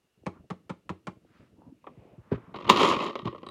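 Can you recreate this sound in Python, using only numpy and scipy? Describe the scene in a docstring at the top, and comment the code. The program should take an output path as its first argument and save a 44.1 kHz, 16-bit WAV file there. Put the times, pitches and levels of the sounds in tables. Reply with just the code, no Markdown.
"""A small room, the microphone close to a table with a plastic toy bingo machine on it.
Its mechanism knocks five times, a hand presses a ball into the tray, then the spring mixer snaps and
throws the balls round their dome. They rattle, settle, and the hand bumps the housing again.
Blows are bursts of damped noise, ringing modes and gliding thuds; random showers of them make the rattle.
Handling is shaped noise, and a short room echo and faint still air lie behind it all."""
import sys
import numpy as np
from scipy import signal
from scipy.fft import rfft, irfft
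from scipy.io import wavfile

SR = 44100
rng = np.random.default_rng(int(sys.argv[2]) if len(sys.argv) > 2 else 0)


def wrap_up_sound(samples):
    """Save the sound to the file named by the first command line argument, as 16-bit audio."""
    columns = np.atleast_2d(samples).T
    # keep every value between -1 and 1, then stretch to whole-number steps
    tamed = np.clip(columns, -1, 1)
    steps = np.round(tamed * 32767).astype(np.int16)
    wavfile.write(sys.argv[1], SR, steps)


N = 154350  # 3.5 s
BLOW_SIZE = 12288  # samples in one blow
LEVEL_WINDOW_S = 0.01  # a blow's level is its RMS level as if spread over this time
BALL_DAMPING = 0.26  # how much sooner the highs die: exponent of decay time against frequency


# the mixer's spring lets go and chatters against its stop: (time [s], level of the crack [dB])
SPRING_BLOWS = [(2.6935, -19), (2.697, -13.5), (2.6994, -14.5), (2.706, -19.5)]
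# colour of the spring's crack: (frequency [Hz], gain [dB])
SPRING_COLOUR = [(200, 3), (450, 1), (720, -8.5), (1100, 15), (1580, -13.5), (1900, -3.5), (2900, 1),
                 (4400, -5.5), (5200, -17), (7000, -17), (8500, -26.5), (15500, -35.5)]
# modes of the dome: (frequency [Hz], level [dB], decay time T60 [s])
DOME_MODES = [(290, -11, 0.27), (356.7, -4, 0.2), (428.3, -2.5, 0.1), (560.4, 0.5, .11), (1001, 1, 0.075),
              (1084, 1.5, 0.096), (1177, 1, 0.092), (1283, -6.5, 0.066), (1875, -11, 0.14),
              (2620, -13.5, 0.08), (2810, -6.5, 0.046), (3166, -10.5, 0.071), (3894, -10, 0.04)]


def snap():
    """The released mixer slams home in a few quick blows that ring the dome."""
    out = np.zeros(N)
    for time_s, level_db in SPRING_BLOWS:
        blow = crack(SPRING_COLOUR, t60_s=0.032, damping=BALL_DAMPING)
        dome = undb(-9) * ring(DOME_MODES, scatter_db=2.5)
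        add(out, time_s, undb(level_db) * (blow + dome))
    return out


# colour of a ball's crack on plastic: (frequency [Hz], gain [dB])
BALL_COLOUR = [(120, -10), (220, 3.5), (380, 6), (580, 1), (760, -4.5), (1100, 9.5), (1330, -1.5),
               (1600, -15), (2050, -8.5), (3100, -7.5), (4300, -16.5), (5200, -25), (7000, -34.5),
               (8300, -45), (15500, -56)]


def ball_hit(tilt_db=0):
    """One ball on the dome: a crack, and modes whose pitch and mix depend on the spot struck."""
    pitch = 1 + 0.035 * rng.standard_normal()
    dome = ring(tilted(DOME_MODES, tilt_db), pitch, scatter_db=2)
    blow = crack(tilted(BALL_COLOUR, tilt_db), t60_s=0.035, damping=BALL_DAMPING)
    return unit(blow + undb(-4.5) * dome)


# tumbling of the loose balls: (time [s], level [dB])
TUMBLE_LEVEL = [(2.54, -46), (2.56, -41.5), (2.63, -47.5), (2.68, -38), (2.715, -22.5), (2.76, -27),
                (2.8, -20.5), (2.845, -18.5), (2.91, -24), (2.99, -31), (3.02, -27.5), (3.1, -35.5),
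                (3.14, -48), (3.22, -52), (3.3, -57), (3.36, -48), (3.41, -58), (3.5, -61)]


def rattle(spots=24, hits_per_s=950):
    """A shower of random hits on many spots of the dome, swelling and dying as the balls settle."""
    out = np.zeros(N)
    for tilt_db in np.linspace(-1.2, 1.2, spots):  # dull to bright spots, dB per octave
        hits = shower(TUMBLE_LEVEL, hits_per_s / spots)
        out += signal.oaconvolve(hits, ball_hit(tilt_db))[:N]
    return out / np.sqrt(spots * LEVEL_WINDOW_S * SR)


# single balls striking plastic: (time [s], level [dB], tilt [dB per octave])
SINGLE_BALLS = [(2.5445, -36, -3.5), (2.587, -39.5, -0.5), (2.61, -41, -1), (2.652, -38, -2.5),
                (2.678, -35, 1), (2.686, -28, -5), (2.762, -27.5, 4.5), (2.772, -27.5, 6.5),
                (2.831, -24, 4.5), (2.909, -31, 3), (3.003, -32, -0.5), (3.1552, -30.5, 0),
                (3.159, -36, -2), (3.191, -37, 0.5), (3.255, -38, 1), (3.266, -37.5, -2),
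                (3.273, -32.5, 0.5), (3.279, -35.5, -1), (3.327, -40, -5), (3.348, -39.5, -6),
                (3.4314, -39, -3.5), (3.466, -39, -0.5), (3.488, -41.5, -0.5)]


def clacks():
    """Single balls that stand out; each blow has its own brightness."""
    out = np.zeros(N)
    for time_s, level_db, tilt_db in SINGLE_BALLS:
        add(out, time_s, undb(level_db) * ball_hit(tilt_db))
    return out


# fine ticking of airborne balls against each other: (time [s], level [dB])
SPRAY_LEVEL = [(2.7, -35.5), (2.75, -47.5), (2.79, -38.5), (2.84, -35), (2.9, -37.5), (2.97, -57),
               (3.04, -47), (3.13, -73), (3.2, -95)]
# colour of those ticks: (frequency [Hz], gain [dB])
SPRAY_COLOUR = [(2000, -9), (2900, 7), (4300, 5), (5300, -4), (7000, -5), (8200, -16.5), (10000, -15.5),
                (13000, -27.5), (15500, -32)]


def spray(kinds=8, ticks_per_s=1100):
    """Balls in flight tick against each other so often that the ticks fuse into a bright crackle."""
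    out = np.zeros(N)
    for _ in range(kinds):
        hits = shower(SPRAY_LEVEL, ticks_per_s / kinds)
        tick = crack(SPRAY_COLOUR, t60_s=0.028, damping=BALL_DAMPING)
        out += signal.oaconvolve(hits, tick)[:N]
    return out / np.sqrt(kinds * LEVEL_WINDOW_S * SR)


# last hard, bright ticks of plastic: (time [s], level [dB])
LAST_TICKS = [(3.466, -54), (3.488, -50)]
# modes of those ticks: (frequency [Hz], level [dB], decay time T60 [s])
TICK_MODES = [(3880, 8.5, 0.031), (4740, -4, 0.018), (8530, -0.5, 0.013)]


def ticks():
    """Hard plastic rings briefly in a few high modes."""
    out = np.zeros(N)
    for time_s, level_db in LAST_TICKS:
        add(out, time_s, undb(level_db) * ring(TICK_MODES))
    return out


# mechanism knocks: (time of the catch [s], catch level [dB], stop level [dB], housing ring level [dB])
MECHANISM_KNOCKS = [(0.2607, -43.5, -31.5, -31.5), (0.5021, -35, -36.5, -34), (0.6948, -37.5, -36.5, -34.5),
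                    (0.8932, -33, -38.5, -33.5), (1.0698, -35, -40, -36.5)]
# colour of catch and stop: (frequency [Hz], gain [dB])
KNOCK_COLOUR = [(150, -11), (350, 5), (750, -1), (1150, 2), (1600, -11), (2300, -12), (3600, -20.5),
                (5500, -28), (7500, -30), (10000, -39.5), (15000, -69)]
# modes of the housing: (frequency [Hz], level [dB], decay time T60 [s])
HOUSING_MODES = [(89.4, -4.5, 0.18), (179.4, 9.5, 0.13), (315, 2, 0.11), (372, -4, 0.14), (462, 0, 0.025),
                 (530, 4, 0.06), (828, 0, 0.096), (1064, -3, 0.053), (1255, -5, 0.064), (2206, -5, 0.033)]


def knocks(stop_lag_s=0.0047):
    """The catch clicks; just after, the stop lands with a thud and rings the housing."""
    out = np.zeros(N)
    for time_s, catch_db, stop_db, housing_db in MECHANISM_KNOCKS:
        catch = crack(KNOCK_COLOUR, t60_s=0.082, damping=0.35)
        stop = crack(KNOCK_COLOUR, t60_s=0.082, damping=0.35)
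        housing = ring(HOUSING_MODES, scatter_db=3.5) + undb(-1) * thud(centre_hz=186)
        add(out, time_s, undb(catch_db) * catch)
        add(out, time_s + stop_lag_s, undb(stop_db) * stop + undb(housing_db) * housing)
    return out


# soft bumps of hand and ball on the tray: (time [s], level of the thud [dB], thud centre [Hz])
SOFT_BUMPS = [(0.233, -57, 385), (0.364, -59, 328), (1.247, -58, 410), (1.618, -59.5, 696),
              (1.97, -48, 115), (2.048, -56, 340), (2.176, -45, 112.4), (2.316, -20, 293),
              (2.326, -27.5, 143), (2.336, -32, 320), (2.704, -22, 217), (3.224, -43.5, 187),
              (3.251, -29.5, 194), (3.266, -32.5, 150), (3.272, -37, 396)]
# modes of the tray: (frequency [Hz], level [dB], decay time T60 [s])
TRAY_MODES = [(118.8, -5, 0.15), (175.6, -10, 0.12), (264, 7.5, 0.023), (354.2, 17, 0.047),
              (359.4, 17.5, 0.046)]


def bumps():
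    """Dull contacts thud and ring the hollow tray."""
    out = np.zeros(N)
    for time_s, level_db, centre_hz in SOFT_BUMPS:
        tray = undb(-2.5) * ring(TRAY_MODES, cut_hz=2 * centre_hz)
        add(out, time_s, undb(level_db) * (thud(centre_hz) + tray))
    return out


# a ball touches the tray, drops and rocks in its cup: (time [s], level [dB])
CUP_TAPS = [(1.842, -51), (1.8683, -39), (1.8719, -45), (2.378, -53)]
# colour of those taps: (frequency [Hz], gain [dB])
TAP_COLOUR = [(200, -2), (550, 0), (850, -1.5), (1130, 7.5), (1500, -17.5), (1950, -12), (3600, -27),
              (4600, -49), (10000, -55)]


def taps():
    """A ball clicks into its cup in the tray, short and dull."""
    out = np.zeros(N)
    for time_s, level_db in CUP_TAPS:
        add(out, time_s, undb(level_db) * crack(TAP_COLOUR, t60_s=0.062, damping=BALL_DAMPING))
    return out


# a fingertip judders on the tray: (time of the peak [s], length [s], peak level [dB])
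FINGER_JUDDERS = [(1.675, 0.014, -49), (1.707, .03, -56), (1.727, 0.0091, -43)]


def judders(pitch_hz=270):
    """A fingertip sticks and slips in short low groans: a low tone swells and stops."""
    swell = np.zeros(N)
    for time_s, length_s, level_db in FINGER_JUDDERS:
        swell += undb(level_db) * hump(time_s, length_s)
    t = np.arange(N) / SR
    return swell * np.sqrt(2) * np.sin(2 * np.pi * pitch_hz * t)


# skin and ball scuffing over plastic:
# (time of the peak [s], length [s], peak level [dB], centre [Hz], width [octaves])
BRUSHES = [(0.362, 0.073, -62.5, 1120, 0.39), (1.384, 0.2, -66.5, 1370, 0.86),
           (1.646, 0.12, -66.5, 893, 0.28), (2.073, 0.27, -59.5, 504, 0.6), (2.02, 0.4, -75, 2380, 0.39),
           (2.327, 0.02, -39, 1050, 0.78), (2.35, 0.03, -47.5, 1240, 0.7), (2.41, 0.35, -60, 1090, 0.6)]


def brushes():
    """Fingers and ball brush the plastic: bands of noise that swell and fade."""
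    out = np.zeros(N)
    for time_s, length_s, level_db, hz, octaves in BRUSHES:
        colour = [(hz / 4 ** octaves, -12), (hz, 0), (hz * 4 ** octaves, -18)]
        out += undb(level_db) * noise(colour) * hump(time_s, length_s)
    return out


# low handling rumble, before its unevenness: (time [s], level [dB])
RUMBLE_LEVEL = [(0, -84), (.15, -78), (.33, -58.5), (.47, -65), (.85, -71), (1.2, -65), (1.35, -64),
                (1.68, -59), (1.81, -74.5), (1.9, -60.5), (2.15, -63.5), (2.28, -64.5), (2.45, -61),
                (2.53, -53.5), (2.85, -41), (3.15, -59.5), (3.5, -55)]
# colour of the rumble: (frequency [Hz], gain [dB])
RUMBLE_COLOUR = [(35, -44), (61, -3), (136, 0.5), (205, 0.5), (457, -10), (700, -17), (910, -42)]


def rumble():
    """Fingers make the housing rumble: low noise whose level wanders at random, mostly at 4-25 Hz."""
    wander_db = 4.75 * noise([(4, 0.075), (25, 0.0096)])
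    return noise(RUMBLE_COLOUR) * envelope(RUMBLE_LEVEL) * undb(wander_db)


# colour of the room's echo: (frequency [Hz], gain [dB])
ROOM_COLOUR = [(60, -22.5), (300, 9), (1000, 0), (3000, 10), (8000, 9.5), (15000, 13.5)]


def room_echo(toy):
    """The small room's dense echo builds up over some milliseconds, then dies away."""
    tail = crack(ROOM_COLOUR, t60_s=0.27, damping=0.15, size=32768)
    tail = tail * (1 - np.exp(-np.arange(len(tail)) / SR / 0.0088))  # build-up time in s
    tail = tail / np.sqrt(np.sum(tail ** 2))
    return undb(-14) * signal.oaconvolve(toy, tail)[:N]


# colour of the still air: (frequency [Hz], gain [dB])
AIR_COLOUR = [(18, 6), (30, -27), (182, -19), (315, -11), (359, 8.5), (561, -1), (2450, -8), (2800, -1),
              (3150, -9), (11300, -17), (15500, -23)]


def still_air():
    """The faint steady noise behind everything."""
    return undb(-77) * noise(AIR_COLOUR)


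def crack(colour, t60_s, damping, size=BLOW_SIZE):
    """Countless overlapping modes: octave bands of noise, the higher ones dying sooner, then coloured."""
    hz, t = bins(size), np.arange(size) / SR
    spectrum = np.exp(2j * np.pi * rng.random(len(hz)))
    out = np.zeros(size)
    for octave in range(-4, 5):  # relative to 1 kHz, where t60_s holds
        band = np.maximum(1 - np.abs(np.log2(hz / 1000) - octave), 0)
        life_s = t60_s * 2 ** (-damping * octave)
        decay = np.exp(-np.log(1000) * t / life_s)
        out += irfft(spectrum * band, size) * decay / np.sqrt(life_s)
    # minimum phase: the colour filter is causal, so the attack stays sharp
    cepstrum = irfft(np.log(gains(colour, hz)), size)
    response = np.exp(rfft(2 * cepstrum[:size // 2], size))
    return unit(irfft(rfft(out) * response, size))


def ring(modes, pitch=1, scatter_db=0, cut_hz=np.inf):
    """Modes build up over about a cycle and decay; a soft contact (low cut_hz) spares the high ones."""
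    hz, db, t60_s = np.array(modes, float).T[:, :, None]
    hz = hz * pitch
    t = np.arange(BLOW_SIZE) / SR
    size = undb(db + scatter_db * rng.standard_normal(hz.shape)) / (1 + (hz / cut_hz) ** 2)
    sign = (-1) ** np.arange(len(hz))[:, None]
    build_up = 1 - np.exp(-(t * hz / 0.98) ** 2)  # 0.98 cycles
    decay = np.exp(-np.log(1000) * t / t60_s)
    return unit(np.sum(sign * size * build_up * decay * np.sin(2 * np.pi * hz * t), axis=0))


def thud(centre_hz):
    """A bending wave in a plastic panel: the lows travel slower, so the pitch drops quickly."""
    ratio = bins(BLOW_SIZE) / centre_hz
    hump_of_band = np.exp(-0.5 * (np.log2(ratio) / 0.73) ** 2)  # width in octaves
    soft_contact = 1 / (1 + (ratio / 1.94) ** 4)  # cuts the top
    lag = np.exp(-2j * np.pi * 1.995 * np.log(ratio))  # delay of 1.995 cycles at each frequency
    wave = irfft(hump_of_band * soft_contact * lag)
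    return unit(wave * (np.arange(BLOW_SIZE) < BLOW_SIZE // 2))


def shower(points, per_s, thinning=0.6):
    """Random hits that follow a level curve; as the level falls they also come more rarely."""
    strength = envelope(points)
    chance = per_s / SR * (strength / strength.max()) ** thinning
    size = undb(3 * np.clip(rng.standard_normal(N), -2, 2))  # spread of 3 dB
    hits = (rng.random(N) < chance) * size * strength
    return hits / np.sqrt(np.maximum(chance, 1e-12) * np.mean(size ** 2))  # fewer hits, each stronger


def tilted(table, tilt_db):
    """Brighten or dull (Hz, dB, ..) rows by so many dB per octave about 1 kHz, from 700 Hz to 9 kHz."""
    rows = []
    for hz, db, *rest in table:
        octaves = np.log2(np.clip(hz, 700, 9000) / 1000)
        rows.append((hz, db + tilt_db * octaves, *rest))
    return rows


def noise(colour):
    """Coloured noise of unit RMS level."""
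    x = irfft(rfft(rng.standard_normal(N)) * gains(colour, bins(N)), N)
    return x / x.std()


def envelope(points):
    """Gain over time from (s, dB) points, silent before the first."""
    return undb(np.interp(np.arange(N) / SR, *np.array(points).T, left=-np.inf))


def hump(time_s, length_s):
    """A bell-shaped swell, down to 1/e half a length either side of its peak."""
    return np.exp(-(2 * (np.arange(N) / SR - time_s) / length_s) ** 2)


def gains(colour, hz):
    """Gain of a (Hz, dB) curve at given frequencies; beyond its ends it falls 20 dB per octave."""
    f, db = np.array(colour, float).T
    octaves_outside = np.abs(np.log2(hz / np.clip(hz, f[0], f[-1])))
    return undb(np.interp(np.log(hz), np.log(f), db) - 20 * octaves_outside)


def bins(size):
    """Frequencies of a transform in Hz, kept above zero."""
    return np.maximum(np.fft.rfftfreq(size, 1 / SR), 1)


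def undb(db):
    """Decibels to gain."""
    return 10 ** (np.asarray(db) / 20)


def unit(x):
    """Scale a blow so that its energy equals unit level over the level window."""
    return x * np.sqrt(LEVEL_WINDOW_S * SR / np.sum(x ** 2))


def add(out, start_s, x):
    """Mix a sound in at a time."""
    i = int(start_s * SR)
    out[i:i + len(x)] += x[:max(N - i, 0)]


def scene():
    """The toy close by, its short room echo and faint still air."""
    balls = snap() + rattle() + clacks() + spray() + ticks()
    toy = balls + knocks() + bumps() + taps() + judders() + brushes() + rumble()
    return (toy + room_echo(toy) + still_air())[None]


def record(dry):
    """The sound is band-limited: next to nothing is kept above about 15.9 kHz."""
    band_limit = signal.ellip(10, 0.2, 70, 15900, fs=SR, output="sos")
    return signal.sosfilt(band_limit, dry)


dry = scene()
out = record(dry)
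wrap_up_sound(out)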